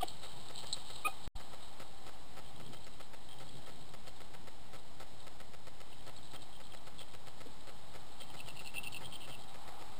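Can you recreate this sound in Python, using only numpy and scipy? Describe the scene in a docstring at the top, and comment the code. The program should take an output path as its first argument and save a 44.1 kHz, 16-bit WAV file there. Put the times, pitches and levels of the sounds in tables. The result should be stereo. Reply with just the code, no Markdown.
"""Badgers at night, heard through a trail camera that hisses, whines and buzzes when it writes to its card.
First come two short yelps, while paws press into dry litter and snap a few stalks. At 1.3 s the camera
mutes briefly. From 2.4 s a cub chitters in bursts, quick pulses ringing in its throat, between scuffles
on the soil. A soft grunt comes at 7.5 s, then the longest, loudest chitter. All along, the night air
murmurs, and the camera holds each of its samples, which mirrors every sound into the treble."""
import sys
import numpy as np
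from scipy import signal
from scipy.fft import rfft, irfft
from scipy.io import wavfile
from scipy.ndimage import uniform_filter1d

SR = 44100
rng = np.random.default_rng(int(sys.argv[2]) if len(sys.argv) > 2 else 0)


def to_wav(s):
    """Save 16-bit WAV."""
    ch = np.atleast_2d(s).T  # columns
    pcm = np.round(np.clip(ch, -1, 1) * 32767)  # PCM
    wavfile.write(sys.argv[1], SR, pcm.astype(np.int16))


N = 440559
TIME = np.arange(N) / SR


def undb(db):
    """Turn decibels into a number to multiply by."""
    return 10 ** (np.asarray(db) / 20)


def unit(x):
    """Scale a sound to an average (rms) size of 1."""
    return x / np.sqrt(np.mean(x ** 2) + 1e-20)


def curve(rows):
    """Join (time [s], value) rows by straight lines."""
    return np.interp(TIME, *np.transpose(rows))


def add(out, s, x):
    """Mix x into out, starting at s seconds."""
    i = max(int(s * SR), 0)
    out[i:i + len(x)] += x[:N - i]


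def resonate(x, hz, width_hz):
    """A resonance: keep the sound near hz and weaken the rest."""
    return signal.lfilter(*signal.iirpeak(hz, hz / width_hz, fs=SR), x)


def noise(points):
    """Noise shaped by (frequency [Hz], level [dB per Hz]) points."""
    hz, db = np.transpose(points)
    grid = np.maximum(np.fft.rfftfreq(N, 1 / SR), 1)
    gain = undb(np.interp(np.log(grid), np.log(hz), db))
    return irfft(rfft(rng.standard_normal(N)) * gain, N) * np.sqrt(SR / 2)


def wander(rate):
    """Drift by about 1 either way, to a new random value rate times a second."""
    step = int(SR / rate)
    return uniform_filter1d(np.repeat(rng.standard_normal(N // step + 1), step), step)[:N]


def envelope(age, attack_s, length_s, release_s):
    """Rise smoothly, hold until length_s, then die away."""
    rise = np.sin(np.pi / 2 * np.clip(age / attack_s, 0, 1)) ** 2
    return rise * np.exp(-np.maximum(age - length_s, 0) / release_s)


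def pip(hz, rise_s, glide, rasp):
    """A tiny tone that swells, fades and can slide in pitch, with a hoarse puff just above it."""
    age = np.arange(int(7 * rise_s * SR)) / (rise_s * SR)  # 1 at the loudest point
    phase = 2 * np.pi * (np.cumsum(hz * (1 + glide * (age - 1))) / SR + rng.random())
    puff = unit(resonate(resonate(rng.standard_normal(len(age)), hz + 500, 1600), hz + 500, 2200))
    return (age * np.exp(1 - age)) ** 2 * (np.sin(phase) + rasp * puff)


def hiss_and_whine():
    """The camera's own soft hiss and thin whine, both wavering a little."""
    # the hiss from bass to treble: (frequency [Hz], relative level [dB])
    hiss_shape = [(40, -73.5), (130, -78.5), (220, -82.5), (420, -89), (560, -88.5), (800, -87),
                  (1250, -95.5), (1550, -97.5), (2050, -96.5), (2500, -99.6), (3200, -96), (4100, -96),
                  (4700, -99.8)]
    hiss = noise(hiss_shape) * undb(-2.15 + .5 * wander(5))
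    whine_hz = 5169 + 5 * wander(30)
    return hiss + undb(-72) * np.sin(2 * np.pi * np.cumsum(whine_hz) / SR)


def card_writes():
    """Give (time [s], blocks) for each write; the camera then waits one fill time per block stored."""
    # rounds of writing to the card: (start [s], two-block writes [count], one-block writes [count])
    write_rounds = [(.231, 1, 4), (1.399, 0, 2), (1.798, 2, 0), (2.369, 1, 0), (2.599, 0, 5), (3.402, 2, 5),
                    (4.733, 2, 5), (6.067, 2, 7), (7.672, 2, 5), (9.009, 2, 3)]
    fill_s = .1338
    for s, long_count, short_count in write_rounds:
        for blocks in [2] * long_count + [1] * short_count:
            yield s, blocks
            s += blocks * fill_s


def card_buzz(surge_db, sag_db, fizz_db, surge_s, sag_s):
    """Each block opens with a spike; its two parts (sectors) each jolt the power up and down twice."""
    block_s, sector_s = .0168, .0077
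    surge_times, sag_times = (.0021, .0044), (.0057, .0072)  # seconds into a sector
    t = TIME[:SR // 300]
    surge = np.exp(-t / surge_s)
    sag = np.exp(-(t / sag_s - 1) ** 4)
    spike = -undb(-31.8) * np.exp(-t / .00005)
    out = np.zeros(N)
    for s, blocks in card_writes():
        add(out, s + .013, .7 * spike)
        for block in range(blocks):
            start = s + block * block_s
            add(out, start + .0003, spike / (1 + block))
            for sector in (start, start + sector_s):
                for up, down in zip(surge_times, sag_times):
                    add(out, sector + up, undb(surge_db + 2.7 * rng.standard_normal()) * surge)
                    add(out, sector + down - sag_s, -undb(sag_db + 1.8 * rng.standard_normal()) * sag)
    # the data lines fizz while the card is busy
    busy = uniform_filter1d(np.abs(out), size=200)
    return out + undb(fizz_db) * busy * rng.standard_normal(N)


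def night_air():
    """A far-off murmur that slowly sinks and swells again."""
    # loudness of the murmur: (time [s], level [dB])
    air_levels = [(0, -57.5), (1.6, -58), (3, -64), (5, -65.5), (7, -62.5), (9.99, -54)]
    murmur = unit(noise([(200, -12.5), (420, -7), (530, -10.5), (620, -7.5), (800, 2.5),
                         (1000, -7), (1250, -6), (1550, -16), (5000, -20)]))
    return murmur * undb(curve(air_levels) + wander(9.8))


def soil_scuffles():
    """Badgers shuffle on the soil with a dull, lumpy sound."""
    # scuffles that swell and fade: (middle [s], length [s], level [dB])
    scuffles = [(.4, 0.61, -58.5), (2.668, 0.2, -50.5), (3.7, 0.6, -56), (6.254, 0.34, -57),
                (6.85, 0.55, -65), (8.406, 0.23, -60), (9.096, 0.62, -55.5)]
    resting_db = -72  # the animals shift their weight between scuffles
    lumps = undb(2.8 * wander(22))
    rumble = noise([(40, -38), (95, -12), (135, -2.5), (180, -14), (300, -18.5), (600, -31), (2000, -53)])
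    swells = sum(undb(db) * np.exp(-2 * ((TIME - s) / length) ** 2) for s, length, db in scuffles)
    return unit(lumps * rumble) * np.hypot(swells, undb(resting_db))


def woodland_echo(x, fade_s, db):
    """Trunks and undergrowth scatter back a faint echo that drops 60 dB in fade_s."""
    t = TIME[:SR // 2]
    tail = rng.standard_normal(len(t)) * undb(-60 * t / fade_s) * (t > .008)
    return x + undb(db) * signal.fftconvolve(x, tail / np.sqrt(np.sum(tail ** 2)))[:N]


def litter_rustle():
    """Dry stalks on the ground crackle in uneven clumps under paws and bodies."""
    # paws pressing down: (time [s], level [dB])
    paws = [(.07, -51), (.22, -58), (.29, -60), (.44, -66), (.57, -49), (.65, -57), (.84, -52),
            (.95, -50.5), (1.05, -53), (1.22, -55.5)]
    # bodies brushing through: (time [s], level [dB])
    brushing = [(0, -59.5), (.8, -56), (1.8, -62.5), (2.3, -66), (3.8, -65), (4.4, -68), (5.6, -68.5),
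                (6.2, -67.5), (8, -65), (9.99, -63.5)]
    ticks = (rng.random(N) < 2000 / SR) * rng.standard_normal(N)  # about 2000 a second
    ticks *= undb(.63 * np.minimum(rng.exponential(size=N), 4))
    crackle = (unit(ticks) + .7 * rng.standard_normal(N)) * undb(2.2 * wander(70))
    upper = resonate(resonate(crackle, 3655, 710), 4080, 870)
    lower = resonate(resonate(crackle, 3300, 390), 3170, 630)
    steps = sum(undb(db) * envelope(TIME - s, attack_s=.01, length_s=.01, release_s=.062)
                for s, db in paws)
    return unit(upper + undb(-5) * lower) * np.hypot(steps, undb(curve(brushing)))


def stalk_snaps():
    """Stalks snap and ring briefly; a loud one splinters in three fading cracks."""
    # snapping stalks: (time [s], relative level [dB], pitch [Hz])
    snaps = [(0.0833, -28.5, 4130), (0.4857, -34, 3940), (0.559, -32.5, 4150), (0.579, -33, 3900),
             (0.67, -36.5, 4950), (0.7276, -18.5, 4050), (0.7421, -25.5, 4000)]
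    splinter_above_db, gap_s, fade_db = -25, .0038, 2.5
    out = np.zeros(N)
    for s, db, hz in snaps:
        for crack in range(3 if db > splinter_above_db else 1):
            snap = pip(hz, rise_s=.0008, glide=0, rasp=.2)
            add(out, s + crack * gap_s, undb(db - 4 - crack * fade_db) * snap)
    return out


def yelps_and_grunt():
    """Each note slides into pitch, rasping once a cycle, and grows until it breaks into a low growl."""
    # notes of two yelps (a squeal, then a falling bark) and a soft two-note grunt: (start [s], length [s],
    # starting level [dB], first pitch [Hz], last pitch [Hz], overtones [dB], rasp [dB], growl [dB])
    notes = [(.006, 0.012, -45.5, 1250, 1165, -25, -2, -23), (0.023, 0.011, -31, 693, 752, -41, -11, -11.5),
             (.036, .007, -44, 440, 300, -12, -9, -8), (1.045, 0.026, -36.5, 1146, 1253, -0.5, -17, -12.5),
             (1.07, 0.012, -39.5, 835, 757, -27, -8.5, -6), (7.455, 0.0078, -48, 380, 480, -17, -15, -15),
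             (7.463, 0.0096, -48, 274, 254, -7, -11, -15)]
    attack_s, slide_s, swell_db_per_s = .0079, .0065, 162
    out = np.zeros(N)
    t = TIME[:SR // 10]
    for s, length, db, first_hz, last_hz, overtone_db, rasp_db, growl_db in notes:
        pitch_hz = last_hz + (first_hz - last_hz) * np.exp(-t / slide_s)
        phase = 2 * np.pi * np.cumsum(pitch_hz) / SR
        rasp = unit(resonate(rng.standard_normal(len(t)) * (1 + np.cos(phase)), 3170, 600))
        growl = unit(resonate(resonate(rng.standard_normal(len(t)), 440, 530), 370, 670))
        overtones = np.sin(2 * phase) + undb(-18.5) * np.sin(3 * phase)
        voice = np.sqrt(2) * (np.sin(phase) + undb(overtone_db) * overtones) + undb(rasp_db) * rasp
        swell = undb(swell_db_per_s * np.minimum(t, length))
        add(out, s, undb(db) * swell * voice * envelope(t, attack_s, length, release_s=.0031))
        add(out, s, undb(db + growl_db) * growl * envelope(t, attack_s, length, release_s=.008))
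    return out


def syllable(length, lower_hz, upper_hz, upper_db, effort):
    """One short call: uneven pulses ring two throat resonances, swelling and dying away."""
    # more effort (0 to 1) makes the pulses crowd together, turn rough and fall in pitch
    pulses_per_s, rasp, fall = 72 + 100 * effort, .35 + .16 * effort, .092 * effort
    rise_s, glide, wobble = .0022, .008, .027
    out = np.zeros(N // 40)
    s = 0
    for gap, size, upper_size, bend, upper_bend in rng.standard_normal((30, 5)):
        if s > max(length - 2 * rise_s, 0):
            break
        gain = undb(3 * size) * (.85 + .24 * np.sin(np.pi * s / max(length, rise_s)))
        lower = pip(lower_hz * (1 + wobble * bend + fall * (.5 - s / length)), rise_s, glide, rasp)
        upper = pip(upper_hz * (1 + 2 * wobble * upper_bend), rise_s, glide, rasp)
        add(out, s, gain * (lower + undb(upper_db + 2 * upper_size) * upper))
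        s += np.exp(.25 * gap) / pulses_per_s
    return out * np.sqrt(max(length, rise_s) * SR / np.sum(out ** 2))


def cub_chitter():
    """The cub calls in bursts of about eleven syllables a second, with a few sharp squeaks on top."""
    # evenly paced bursts: (start [s], syllables [count], spacing [s], syllable length [s])
    bursts = [(2.446, 7, .093, .05), (3.287, 7, 0.084, 0.059), (4.055, 2, 0.09, .046),
              (4.766, 1, 0.1, .043), (5.192, 1, 0.082, 0.065), (5.9, 7, 0.082, .052),
              (6.527, 3, 0.11, 0.044), (6.983, 2, .1, .05), (8.201, 2, .085, 0.042),
              (8.367, 12, 0.093, .057)]
    # the changing voice: (time [s], relative level [dB], lower resonance [Hz], upper over lower [dB])
    voice = [(2.47, -62, 3230, -1), (2.741, -58.5, 3160, -1), (2.95, -64, 3213, 12),
             (3.319, -58.5, 3190, -3), (3.52, -59.5, 3230, 6), (3.85, -63.5, 3270, 5),
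             (4.078, -56.5, 3220, 3), (4.17, -65, 3300, 10), (5.22, -60, 3240, 15), (5.95, -66.5, 3100, -4),
             (6.19, -57.5, 3280, 18), (6.449, -57, 3245, 7), (6.55, -59, 3170, -7), (6.75, -60, 3260, 6),
             (7.01, -53, 3260, -4), (7.11, -61, 3210, 7), (8.221, -54.5, 3210, -5),
             (8.309, -59.5, 3200, -9.5), (8.41, -52.5, 2930, -1.5), (8.679, -52.5, 2760, -2),
             (8.78, -49, 2720, -11), (8.95, -49, 2864, -2.5), (9.058, -54.5, 3200, -7),
             (9.15, -51.5, 3080, -24), (9.25, -53.5, 2940, -12), (9.342, -52.5, 3010, -13.5),
             (9.44, -59, 3190, 7)]
    # the sharpest squeaks: (time [s], relative level [dB], pitch [Hz])
    squeaks = [(3.3288, -42, 3260), (3.488, -42, 4500), (5.928, -45, 2900), (6.1635, -39, 3860),
               (6.3595, -38, 3220), (6.4214, -39.5, 3870), (6.7213, -44, 3230), (6.991, -36.5, 3440),
               (8.21, -37, 3200), (8.4016, -39, 2640), (8.6723, -34.5, 4270), (8.7798, -33, 2770),
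               (8.837, -39, 3170), (8.8688, -40, 2649), (8.9211, -37, 3792), (8.9668, -37.5, 2640),
               (9.0557, -34, 3300), (9.1233, -37, 3095), (9.1552, -36, 3227)]
    # narrow resonances that colour all the chitter: (frequency [Hz], width [Hz], gain [dB])
    resonances = [(2680, 67, 13.5), (3196, 63, 3.5), (4300, 230, -6)]
    soft_db, effort_range_db = -60, 8
    lower_rest_hz, upper_rest_hz = 3180, 3960
    out = np.zeros(N)
    times, *columns = np.transpose(voice)
    for first, count, spacing, length in bursts:
        for start in first + spacing * np.arange(round(count)):
            db, lower_hz, upper_db = (np.interp(start + length / 2, times, column) for column in columns)
            effort = np.clip((db - soft_db) / effort_range_db, 0, 1)
            upper_hz = upper_rest_hz + .61 * (lower_rest_hz - lower_hz)  # rises as the lower one sinks
            add(out, start, undb(db) * syllable(length, lower_hz, upper_hz, upper_db, effort))
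    for s, db, hz in squeaks:
        add(out, s, undb(db - 5.5) * pip(hz, rise_s=.0018, glide=-.004, rasp=.4))
    ringing = sum(undb(db) * resonate(out, hz, width) for hz, width, db in resonances)
    return undb(-3.5) * (out + ringing)


def scene():
    """Everything that reaches the camera's single channel, copied to left and right."""
    badgers = cub_chitter() + yelps_and_grunt() + litter_rustle() + stalk_snaps()
    mono = woodland_echo(badgers, fade_s=.14, db=-16.5) + hiss_and_whine()
    mono += card_buzz(surge_db=-42.5, sag_db=-43.5, fizz_db=4.5, surge_s=.0005, sag_s=.00018)
    mono += soil_scuffles() + night_air()
    return np.array([mono, mono])


def record(dry):
    """The camera holds each sample and mutes once; the left side sits off zero, the right loses bass."""
    camera_hz, top_hz = 12000, 15200
    mute_s, wake_s = 1.277, 1.352
    coarse = signal.resample(dry, round(N * camera_hz / SR), axis=1)
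    coarse = signal.sosfilt(signal.butter(1, 5400, fs=camera_hz, output="sos"), coarse)
    held = np.repeat(coarse, 4, axis=1)  # these stair steps mirror the sound into the treble
    left, right = signal.resample(held, N, axis=1)
    right = signal.sosfilt(signal.butter(1, 330, "high", fs=SR, output="sos"), right)
    awake_s = np.maximum(TIME - wake_s, 0)
    live = np.where(TIME < mute_s, 1, np.minimum(awake_s / .006, 1))
    # the offset from zero drops out with a click, then overshoots and settles as the input wakes
    settle = 1 - np.exp(-(awake_s / .011) ** 4) * (1 + .45 * np.sin(np.pi * awake_s / .011))
    offset = -.044 * np.where(TIME < mute_s, 1, settle)
    out = np.array([left * live + offset, right * live])
    treble_cut = signal.ellip(12, .2, 70, top_hz, fs=SR, output="sos")
    first = out[:, :1]  # filtering around the first value avoids a click at the start
    return signal.sosfilt(treble_cut, out - first) + first


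dry = scene()
out = record(dry)
to_wav(out)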